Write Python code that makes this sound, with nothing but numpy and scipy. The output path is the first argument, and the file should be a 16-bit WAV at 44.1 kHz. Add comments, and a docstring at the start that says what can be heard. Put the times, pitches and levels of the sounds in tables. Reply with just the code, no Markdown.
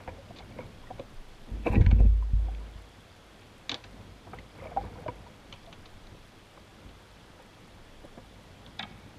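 """A canoe, poled through a shallow riffle, resonates as water, stones and pole strike it.
Heard from the stern, the river hisses all round, and ringing bubbles gurgle along the hull.
Once the hull rubs over something under water: stick-slip friction makes it scrape and groan,
and bumps set its bottom booming like a drum. The pole clacks on stones and is at last laid on
the gunwale; each impact excites the resonances of the bodies that meet."""
import sys
import numpy as np
from scipy import signal
from scipy.fft import rfft, irfft, next_fast_len
from scipy.io import wavfile

SR = 44100
rng = np.random.default_rng(int(sys.argv[2]) if len(sys.argv) > 2 else 0)


def master_out(mix):
    """Clip the mix to full scale and print it as 16-bit PCM to the path in sys.argv[1]."""
    frames = np.transpose(np.atleast_2d(mix))
    ceiling = np.clip(frames, -1, 1)
    pcm = np.round(ceiling * 32767).astype(np.int16)
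    wavfile.write(sys.argv[1], SR, pcm)


N = 404838
TIME = np.arange(N) / SR
HIT_TIME = np.arange(SR // 3) / SR

# Noise spectra of the open river, of wavelets slapping the hull and of buffeting air.
# Each row: frequency in Hz, relative spectral density in dB.
RIVER_SPECTRUM = [(20, 3.5), (30, -3), (50, -6), (129, -9), (201, -10), (231, -14), (320, -5), (368, -7.5),
                  (773, -9), (889, -10.5), (1100, -11.5), (2590, -16), (3420, -17), (8090, -29),
                  (11200, -32), (15500, -44)]
SLAP_SPECTRUM = [(35, -39), (51, -22), (68, -6), (95, 8.5), (130, 0), (210, 1), (330, -6.5), (550, -14.5),
                 (1200, -49)]
BUFFET_SPECTRUM = [(12, 2), (25, 0), (45, -24), (90, -41), (250, -67)]
# The flexing bottom of the canoe. Each row: frequency in Hz, gain in dB, 60 dB decay time in seconds.
BOTTOM_MODES = [(52.35, 2, 0.85), (61.4, -25, 0.53), (85.7, -5.5, 0.43), (105.6, -2, 0.12),
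                (152, -8, 0.079), (206, -12, 0.14)]
# Resonances of boat and pole. Each row: frequency in Hz, bandwidth in Hz, gain in dB.
PANEL_MODES = [(107, 18, 3.5), (242, 77, -1.5), (326, 135, -7), (503, 36, 0.5), (600, 440, -11),
               (800, 140, -8.5), (971, 37, -8), (1233, 760, -16.5), (1590, 330, -16), (2236, 140, -14.5),
               (2800, 1400, -31), (3730, 380, -34)]   # the stiffer side panels
SHOE_MODES = [(1620, 180, -5), (2460, 270, 3), (3000, 380, -7), (3510, 300, 1.5), (3980, 430, -0.5),
              (4450, 380, -1.5), (6020, 280, -10.5), (6900, 710, -12.5)]   # the pole's shoe on stone
SHAFT_MODES = [(556, 41, -11), (890, 54, -1), (1120, 120, 15), (1690, 44, -17), (1905, 18, 11),
               (2340, 74, 15.5), (3020, 77, 22), (3400, 20, 10.5), (3940, 68, -8), (4480, 93, -21.5),
               (6030, 310, 4), (6700, 210, -5)]
KEEL_GROWL_MODES = [(110, 74, 6.5), (172, 47, 4), (220, 26, 13.5), (350, 230, 1.5), (472, 90, 6.5),
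                    (620, 260, -4.5), (804, 110, 0.5), (980, 92, -2), (1350, 750, -16.5)]
KEEL_RASP_MODES = [(1560, 300, -7), (1850, 140, -3), (2350, 200, 3.5), (2644, 150, 4.5), (3790, 440, -8.5)]
GUNWALE_MODES = [(161, 8, 13), (217, 14, 12), (777, 77, 8.5), (1060, 100, -6), (1245, 46, 2.5),
                 (1656, 106, 0.5), (1930, 46, 2), (2230, 48, 8), (2590, 200, -2), (3210, 65, 1),
                 (3500, 96, -2), (3790, 170, -3), (4600, 190, -19)]
# Wavelets running along the hull. Each row: time of the crest in seconds, gurgle gain in dB,
# rumble gain in dB, rise and fall time in seconds.
WAVELETS = [(0.004, -45.5, -42, 0.03), (.13, -57, -42, 0.11), (0.428, -55.5, -38.5, 0.16),
            (0.607, -52.5, -33, 0.097), (0.96, -58.5, -41, 0.16), (2.49, -55, -39.5, 0.17),
            (4.013, -59, -38.5, 0.12), (4.334, -64, -38.5, 0.078), (4.637, -48, -39.5, 0.091),
            (4.826, -52, -34, 0.099), (4.975, -50.5, -38.5, 0.18), (5.277, -60, -50, 0.22),
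            (5.514, -66, -39.5, 0.035), (5.737, -61, -44, 0.068), (6.17, -72, -43, 0.088),
            (6.857, -60, -42, 0.042), (8.953, -63, -44.5, 0.77)]
# Blows on the side of the hull. Each row: start in seconds, peak level in dB, lower and upper
# band edge in Hz, contact time in seconds.
KNOCKS = [(.0755, -28, 264, 2800, 0.0099), (.089, -34.5, 400, 2800, 0.0042), (0.395, -41, 250, 2600, 0.011),
          (0.586, -29.5, 198, 2200, 0.0046), (0.9, -36, 200, 1200, 0.0088), (.992, -29, 220, 420, 0.0097),
          (1.659, -19, 350, 640, 0.023), (1.717, -36, 850, 1100, .003), (1.738, -23, 200, 750, 0.0052),
          (1.862, -26.5, 1480, 2600, 0.0051), (1.912, -26.5, 1020, 2670, 0.006),
          (2.0, -28, 394, 600, 0.0085), (4.269, -40, 403, 1400, 0.0091), (4.332, -32, 178, 1780, 0.007),
          (4.765, -33, 500, 840, 0.019), (4.835, -36, 70, 1200, 0.025), (5.057, -35.5, 100, 800, 0.0057),
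          (5.08, -24.5, 90, 2940, 0.0075), (6.572, -44, 900, 1300, 0.0046), (7.389, -43, 600, 3000, 0.02),
          (8.038, -39, 180, 890, 0.016), (8.173, -33, 150, 1690, 0.014)]
# Air pockets closing and drops falling in. Each row: start in seconds, peak level in dB,
# starting pitch in Hz, cycles to decay by 60 dB.
PLOPS = [(0.079, -34, 495, 35), (.091, -46, 2320, 50), (.179, -44, 546, 86), (.307, -39, 680, 15),
         (.402, -44, 744, 27), (.423, -48, 2160, 50), (.52, -50, 2240, 60), (0.592, -42.5, 410, 30),
         (0.614, -47, 2200, 60), (0.836, -48, 980, 36), (.87, -49, 1860, 60), (.908, -32, 728, 25),
         (1.001, -34, 530, 14), (2.224, -38, 986, 27), (2.484, -37, 744, 26), (4.333, -40, 1260, 31),
         (4.386, -37, 2010, 31), (4.601, -45, 2040, 30), (4.612, -46, 1200, 26), (4.621, -39, 535, 35),
         (4.639, -44, 2300, 33), (4.657, -35, 620, 28), (4.669, -43, 2210, 42), (4.716, -38, 690, 33),
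         (4.7645, -24.5, 620, 8), (4.771, -18, 774, 41), (4.808, -37, 780, 32), (4.955, -42.5, 980, 20),
         (4.98, -41, 482, 36), (5.062, -28.5, 600, 20), (5.084, -29.5, 943, 43), (5.264, -44.5, 935, 43),
         (5.672, -46, 662, 74), (8.045, -41.5, 545, 17)]
# Pushes under the bottom. Each row: time in seconds, impulse in dB, contact time in seconds,
# gain of the higher modes in dB.
BUMPS = [(0.081, -54, 0.0026, 20.5), (1.515, -30, 0.0051, 1), (1.702, -26.5, 0.0016, 5),
         (1.776, -20, 0.0035, 8.5), (1.805, -25, 0.0029, 18), (1.866, -14.5, 0.003, 5),
         (1.927, -19, 0.0023, 6.5), (2.004, -14.5, 0.0028, 2), (2.062, -20.5, 0.0049, 5.5),
         (2.333, -18, 0.0031, 0), (2.756, -50, 0.0023, 11), (5.065, -49, 0.0033, 8),
         (6.86, -56, 0.0035, 14)]
# The pole and loose stones colliding. Each row: start in seconds, peak level in dB, brightest
# frequency in Hz, crunch time in seconds, shaft ring and hull shudder in dB relative to the crack.
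CLACKS = [(.36, -43.5, 3850, 0.031, -18, -19), (.385, -38.5, 3620, 0.0075, -17, -9),
          (0.995, -39.5, 3060, 0.0023, -9, -16), (1.8087, -31, 2100, 0.00065, -16, 6.5),
          (1.848, -44, 2700, .002, -5, 2), (1.863, -28.5, 2280, 0.0025, -3, -9),
          (1.907, -36.5, 2880, 0.0022, -9, -16), (1.913, -32.5, 2080, 0.0024, -15, -7.5),
          (2.547, -42.5, 2460, 0.0048, -12, -9), (3.419, -50, 2000, .004, -5, 1),
          (3.6934, -17.5, 3690, 0.003, -15, -15.5), (3.715, -21, 4600, 0.0036, -7, -8.5),
          (3.7427, -22, 4000, 0.0026, -10, -12), (3.839, -35.5, 3330, 0.0043, -20, -5),
          (4.387, -41, 2440, 0.0057, -10, -1), (5.525, -32.5, 3500, .003, 2, -4.5),
          (5.537, -40.5, 2200, 0.0053, -6, -10), (5.663, -45, 3300, .003, -12, -12),
          (5.726, -36.5, 2680, 0.007, 0, -3), (5.856, -42, 4000, 0.0079, -3, -14),
          (6.069, -46, 3980, .004, -14, -16), (6.89, -45.5, 2600, 0.0065, -12, -3),
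          (8.663, -36.5, 3430, .002, -10, -11)]
# Puffs of air. Each row: time of the peak in seconds, level in dB, rise and fall time in seconds.
PUFFS = [(1.25, -38, .35), (5.5, -61, .2), (5.92, -40, 0.23), (8.0, -46, 0.3)]
# The keel catching and slipping off. Each row: time of the hardest rub in seconds, level in dB,
# build-up and release in seconds, brightness in Hz (sets the share of growl), relative rasp and grit in dB.
SCRAPES = [(1.545, -39, 0.047, 0.072, 500, -30, -39), (1.666, -32, 0.0085, 0.017, 2400, -4, -30),
           (1.684, -49, .008, 0.0087, 2030, -20, -10), (1.729, -28.5, 0.011, 0.011, 2930, -10, -29.5),
           (1.757, -30.5, 0.0055, 0.0043, 2400, -1, -35), (1.79, -32.5, 0.02, 0.18, 1120, -28, -44),
           (2.004, -25.5, 0.009, 0.0061, 600, -22, -37.5), (2.06, -38, 0.032, .008, 600, -21, -41)]
# The hull flexing. Each row: start in seconds, peak level in dB, first and last pitch in Hz,
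# length in seconds.
GROANS = [(1.661, -20, 483, 445, 0.039), (1.731, -29, 818, 797, 0.039), (1.757, -13, 236, 210, 0.016),
          (1.778, -16.5, 225, 161, 0.053), (1.781, -30.5, 518, 373, 0.043), (1.927, -24, 242, 198, 0.013),
          (2.016, -30.5, 498, 409, 0.044), (2.048, -23, 233, 200, 0.012)]
# The pole landing on the gunwale. Each row: time in seconds, peak level in dB, low-pass cutoff in Hz,
# relative ring of the rail in dB.
RAPS = [(8.7944, -19.5, 6900, -1.5), (8.8292, -26, 5600, -3.5), (8.851, -36, 800, -2)]


def from_db(db):
    """Decibels to amplitude ratio."""
    return 10 ** (np.asarray(db) / 20)


def rms_one(x):
    """Scale to rms 1."""
    return x / np.sqrt(np.mean(x ** 2) + 1e-20)


def peak_one(x):
    """Scale to peak 1."""
    return x / np.max(np.abs(x))


def add(out, s, sound):
    """Superpose a sound, starting at s seconds."""
    at = round(s * SR)
    out[at:at + len(sound)] += sound[:N - at]


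def delay(hit, s):
    """Delay a short sound by s seconds."""
    return np.interp(HIT_TIME - s, HIT_TIME, hit, left=0)


def cut(x, hz, kind, order=2):
    """Butterworth filter."""
    return signal.sosfilt(signal.butter(order, hz, kind, fs=SR, output="sos"), x + 1e-18)


def drift(hz):
    """Slow random modulation: low-passed noise of rms 1."""
    slow = signal.sosfilt(signal.butter(2, hz, fs=1000, output="sos"), rng.standard_normal(12000))[2000:]
    return np.interp(TIME * 1000, np.arange(len(slow)), rms_one(slow))


def swell(s, rise_s, fall_s):
    """Exponential growth to 1 at s seconds, then exponential decay."""
    return np.exp(-np.minimum(np.maximum((s - TIME) / rise_s, (TIME - s) / fall_s), 50))


def coloured_noise(spectrum):
    """White noise shaped to a spectrum; rms 1."""
    hz, db = np.transpose(spectrum)
    size = next_fast_len(N)
    bin_hz = np.maximum(np.arange(size // 2 + 1) * SR / size, 1)
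    gain = from_db(np.interp(np.log(bin_hz), np.log(hz), db))
    return rms_one(irfft(rfft(rng.standard_normal(size)) * gain, size)[:N])


def ring(force, hz, t60):
    """A damped oscillator: a unit impulse starts a sine of height 1 that falls 60 dB in t60 seconds."""
    r, w = from_db(-60 / (t60 * SR)), 2 * np.pi * hz / SR
    return signal.lfilter([0, np.sin(w)], [1, -2 * r * np.cos(w), r * r], force + 1e-18)


def body(force, modes, scatter_db):
    """Modal superposition: each contact point excites the modes with random strengths of its own."""
    out = 0
    for k, (hz, width, db) in enumerate(modes):
        r, w = np.exp(-np.pi * width / SR), 2 * np.pi * hz / SR
        mode = (1 - r * r) / 2 * signal.lfilter([1, 0, -1], [1, -2 * r * np.cos(w), r * r], force + 1e-18)
        out += (-1) ** k * from_db(db + scatter_db * rng.standard_normal()) * mode
    return out


def contact(crunch_s, rattle_db, rattle_s):
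    """The force of a rough contact: a short crunch, then a fading rattle."""
    shape = np.exp(-(HIT_TIME / crunch_s) ** np.sqrt(2)) + from_db(rattle_db) * np.exp(-HIT_TIME / rattle_s)
    return shape * rng.choice([-1, 1], len(HIT_TIME))


def grains(per_s, spread_db):
    """A Poisson train of impulses of uneven size."""
    sizes = from_db(spread_db * np.minimum(rng.exponential(1, N), 4)) * rng.choice([-1, 1], N)
    return sizes * (rng.random(N) < per_s / SR)


def slide(first_hz, last_hz, length_s, rough_db, rough_hz):
    """A fading glide, roughened by random amplitude modulation; peak 1."""
    pitch = last_hz + (first_hz - last_hz) * np.maximum(1 - HIT_TIME / length_s, 0)
    fade = (1 - np.exp(-10 * HIT_TIME / length_s)) * np.exp(-(HIT_TIME / length_s) ** 2)
    judder = from_db(rough_db * rms_one(cut(rng.standard_normal(len(HIT_TIME)), rough_hz, "low")))
    return peak_one(fade * judder * np.sin(2 * np.pi * np.cumsum(pitch) / SR))


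def bubbles(per_s, first_hz, last_hz, cycles, db_per_octave, spread_db, pitches=24):
    """Bubble resonance: each bubble of a cloud swells and rings down at its own pitch; rms 1."""
    births = grains(per_s * from_db(4 * drift(8.6)), spread_db)
    pitch_index = rng.integers(0, pitches, N)
    cloud = np.zeros(N)
    for k, hz in enumerate(np.geomspace(first_hz, last_hz, pitches)):
        pinch = cut(births * (pitch_index == k), [hz / 1.25, hz * 1.25], "band", order=1)
        cloud += from_db(db_per_octave * np.log2(hz / first_hz)) * ring(pinch, hz, cycles / hz)
    return rms_one(cloud)


def river(level_db=-55.5):
    """Broadband noise is the steady far rush; nearer bubbles resonate as babble, small ones as fizz."""
    rush = coloured_noise(RIVER_SPECTRUM)
    babble = bubbles(600, 455, 4860, cycles=32, db_per_octave=2.5, spread_db=3.5)
    fizz = bubbles(3300, 3460, 3245, cycles=56, db_per_octave=-5, spread_db=9, pitches=8)
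    return from_db(level_db) * (rush + from_db(-12) * babble + from_db(-16.5) * fizz)


def spray(level_db=-83):
    """Droplet impact: contacts on the surface are so brief that they give faint, high ticks."""
    droplets = grains(per_s=14, spread_db=1.5)
    ticks = signal.fftconvolve(droplets, contact(0.0011, rattle_db=-30, rattle_s=0.01))[:N]
    return from_db(level_db) * rms_one(cut(ticks, [7500, 12000], "band"))


def wavelet_gains(calm_gurgle_db=-67.5, calm_rumble_db=-48.5):
    """Incoherent sources add in power: wavelets over calm water set the gains of gurgle and rumble."""
    gurgle_power, rumble_power = from_db(calm_gurgle_db) ** 2, from_db(calm_rumble_db) ** 2
    for s, gurgle_db, rumble_db, swell_s in WAVELETS:
        wavelet = swell(s, swell_s, swell_s)
        gurgle_power += (from_db(gurgle_db) * wavelet) ** 2
        rumble_power += (from_db(rumble_db) * wavelet) ** 2
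    return np.sqrt(gurgle_power), np.sqrt(rumble_power)


def wash():
    """Forced vibration: wavelets slosh by in a froth of bubbles and drive the sides and the bottom."""
    gurgle_gain, rumble_gain = wavelet_gains()
    froth = cut(bubbles(1100, 456, 2400, cycles=22, db_per_octave=-3, spread_db=3.5), 4200, "low")
    flutter = from_db(3.8 * drift(35))
    panels = body(rng.standard_normal(N), PANEL_MODES, scatter_db=1)
    swish = flutter * rms_one(cut(panels, [600, 3500], "band"))
    push = rng.standard_normal(N)
    drum = rms_one(sum(from_db(db) * ring(push, hz, t60) for hz, db, t60 in BOTTOM_MODES))
    slap = from_db(1.5 * drift(12)) * coloured_noise(SLAP_SPECTRUM)
    gurgle = from_db(-1.5) * froth + from_db(-8) * swish
    rumble = from_db(-13) * drum + from_db(-9.5) * slap
    return gurgle_gain * gurgle + rumble_gain * rumble


def knocks():
    """Impact excitation: the size and hardness of a contact set the band in which the panels ring."""
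    out = np.zeros(N)
    for s, db, low_hz, high_hz, contact_s in KNOCKS:
        force = cut(contact(contact_s, rattle_db=-22, rattle_s=0.064), high_hz, "low")
        panels = body(cut(force, low_hz, "high"), PANEL_MODES, scatter_db=2.5)
        add(out, s, from_db(db) * peak_one(panels))
    return out


def plops(rise=0.034, swell_s=0.0049, splash_db=-7, splash_s=0.0055):
    """An air pocket closes with a splash; its resonant frequency rises as it nears the surface."""
    out = np.zeros(N)
    for s, db, hz, cycles in PLOPS:
        t60 = cycles / hz
        pitch = hz * (1 + rise * np.minimum(HIT_TIME / t60 * 3, 2))
        fade = (1 - np.exp(-HIT_TIME / swell_s)) * from_db(-60 * HIT_TIME / t60)
        note = peak_one(fade * np.sin(2 * np.pi * np.cumsum(pitch) / SR))
        splash = cut(contact(splash_s, rattle_db=-20, rattle_s=0.02), [hz / 1.35, hz * 1.35], "band")
        add(out, s, from_db(db) * peak_one(note + from_db(splash_db) * peak_one(splash)))
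    return out


def bumps():
    """Soft, heavy pushes excite the bottom's fundamental; off-centre ones favour its higher modes."""
    centred, off_centre = np.zeros(N), np.zeros(N)
    for s, db, contact_s, overtones_db in BUMPS:
        pulse = np.exp(-(2 * (HIT_TIME / contact_s - 1)) ** 2)
        push = -from_db(db) * pulse / pulse.sum()
        add(centred, s - contact_s / 2, push)
        add(off_centre, s - contact_s / 2, from_db(overtones_db) * push)
    return sum(from_db(db) * ring(off_centre if k else centred, hz, t60)
               for k, (hz, db, t60) in enumerate(BOTTOM_MODES))


def clacks(chirp_db=-9, hull_lag_s=0.0018):
    """Impact on stone rings shoe, shaft and then hull; hard hits send a bending wave down the shaft."""
    out = np.zeros(N)
    hardest_db = max(row[1] for row in CLACKS)
    for s, db, hz, crunch_s, shaft_db, hull_db in CLACKS:
        force = contact(crunch_s, rattle_db=-20, rattle_s=0.023)
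        crack = cut(body(force, SHOE_MODES, scatter_db=1), [hz / 1.4, hz * 1.4], "band", order=1)
        shaft = cut(body(force, SHAFT_MODES, scatter_db=1.5), hz, "low", order=1)
        shudder = body(contact(0.015, rattle_db=-12, rattle_s=0.079), PANEL_MODES, scatter_db=2.5)
        hull = delay(cut(shudder, 750, "high", order=1), hull_lag_s)
        chirp = slide(hz, 0.82 * hz, length_s=0.015, rough_db=6, rough_hz=1200)
        clack = peak_one(crack) + from_db(shaft_db) * peak_one(shaft) + from_db(hull_db) * peak_one(hull)
        clack += from_db(chirp_db + db - hardest_db) * chirp
        add(out, s, from_db(db) * peak_one(cut(clack, 7100, "low", order=6)))
    return out


def breeze():
    """Pressure fluctuations in puffs of air buffet the microphone with a deep rumble."""
    puffs = sum(from_db(db) * swell(s, swell_s, swell_s) for s, db, swell_s in PUFFS)
    return puffs * coloured_noise(BUFFET_SPECTRUM)


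def scrapes(full_growl_hz=3000):
    """Stick-slip friction over grit: hard rubbing makes the keel growl and rasp, light rubbing rumbles."""
    slips = grains(per_s=1600, spread_db=2.5) * from_db(3 * drift(90))
    growl = rms_one(cut(body(slips, KEEL_GROWL_MODES, scatter_db=1), 1700, "low"))
    rumble = cut(growl, 480, "low")
    rasp = rms_one(cut(body(slips, KEEL_RASP_MODES, scatter_db=2.5), [1300, 3800], "band"))
    grit = cut(grains(per_s=3500, spread_db=3.5), 2900, "high")
    grit = rms_one(cut(grit, 6500, "low", order=1))
    out = np.zeros(N)
    for s, db, build_s, release_s, brightness_hz, rasp_db, grit_db in SCRAPES:
        keel = rumble + brightness_hz / full_growl_hz * (growl - rumble)
        rub = keel + from_db(rasp_db) * rasp + from_db(grit_db) * grit
        out += from_db(db) * swell(s, build_s, release_s) * rub
    return out


def groans():
    """Flexure under load: the hull gives way in juddering notes that sink in pitch as it lets go."""
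    out = np.zeros(N)
    for s, db, first_hz, last_hz, length_s in GROANS:
        add(out, s, from_db(db) * slide(first_hz, last_hz, length_s, rough_db=5, rough_hz=130))
    return out


def keel_ping(start_s=1.758, db=-42.5, hz=1920, t60=0.19):
    """Free vibration: the keel strip springs clear and rings down at one frequency."""
    out = np.zeros(N)
    add(out, start_s, from_db(db - 60 * HIT_TIME / t60) * np.sin(2 * np.pi * hz * HIT_TIME))
    return out


def raps(skid_s=0.0018, lead_s=0.01, crack_db=-1):
    """The shaft skids onto the gunwale with a crack; its bouncing excites the modes of the rail."""
    out = np.zeros(N)
    for s, db, cutoff_hz, rail_db in RAPS:
        skid = np.exp(-np.abs(HIT_TIME - lead_s) / skid_s) * rng.choice([-1, 1], len(HIT_TIME))
        crack = peak_one(cut(skid, [2500, 4500], "band"))
        strike = peak_one(cut(body(skid, GUNWALE_MODES, scatter_db=3.5), 2800, "high"))
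        chatter = contact(0.013, rattle_db=-19, rattle_s=0.15)
        rail = peak_one(body(chatter, GUNWALE_MODES, scatter_db=1.5))
        rail = delay(cut(rail, 4800, "low", order=1), lead_s)
        rap = peak_one(strike + from_db(crack_db) * crack) + from_db(rail_db) * rail
        add(out, s - lead_s, from_db(db) * peak_one(cut(rap, cutoff_hz, "low")))
    return out


def gain_control(x, threshold_db=-26, share=0.26, averaging_s=0.13):
    """Compression: a share of the running level's excess over the threshold is taken off."""
    r = np.exp(-1 / (averaging_s * SR))
    level_db = 10 * np.log10(signal.lfilter([1 - r], [1, -r], x ** 2) + 1e-12)
    return x * from_db(-share * np.maximum(level_db - threshold_db, 0))


def scene():
    """Superposition: water, air, boat and pole add in one channel."""
    water_and_air = river() + spray() + breeze() + wash() + plops()
    boat = scrapes() + groans() + keel_ping() + bumps() + knocks()
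    pole = clacks() + raps()
    return (water_and_air + boat + pole)[None]


def record(dry, low_hz=21.7, high_hz=15400):
    """Band limiting and compression: the deepest bass and the top are cut; the gain dips under the boom."""
    heard = gain_control(cut(dry, low_hz, "high"))
    return signal.sosfilt(signal.ellip(10, 0.1, 80, high_hz, fs=SR, output="sos"), heard)


dry = scene()
out = record(dry)
master_out(out)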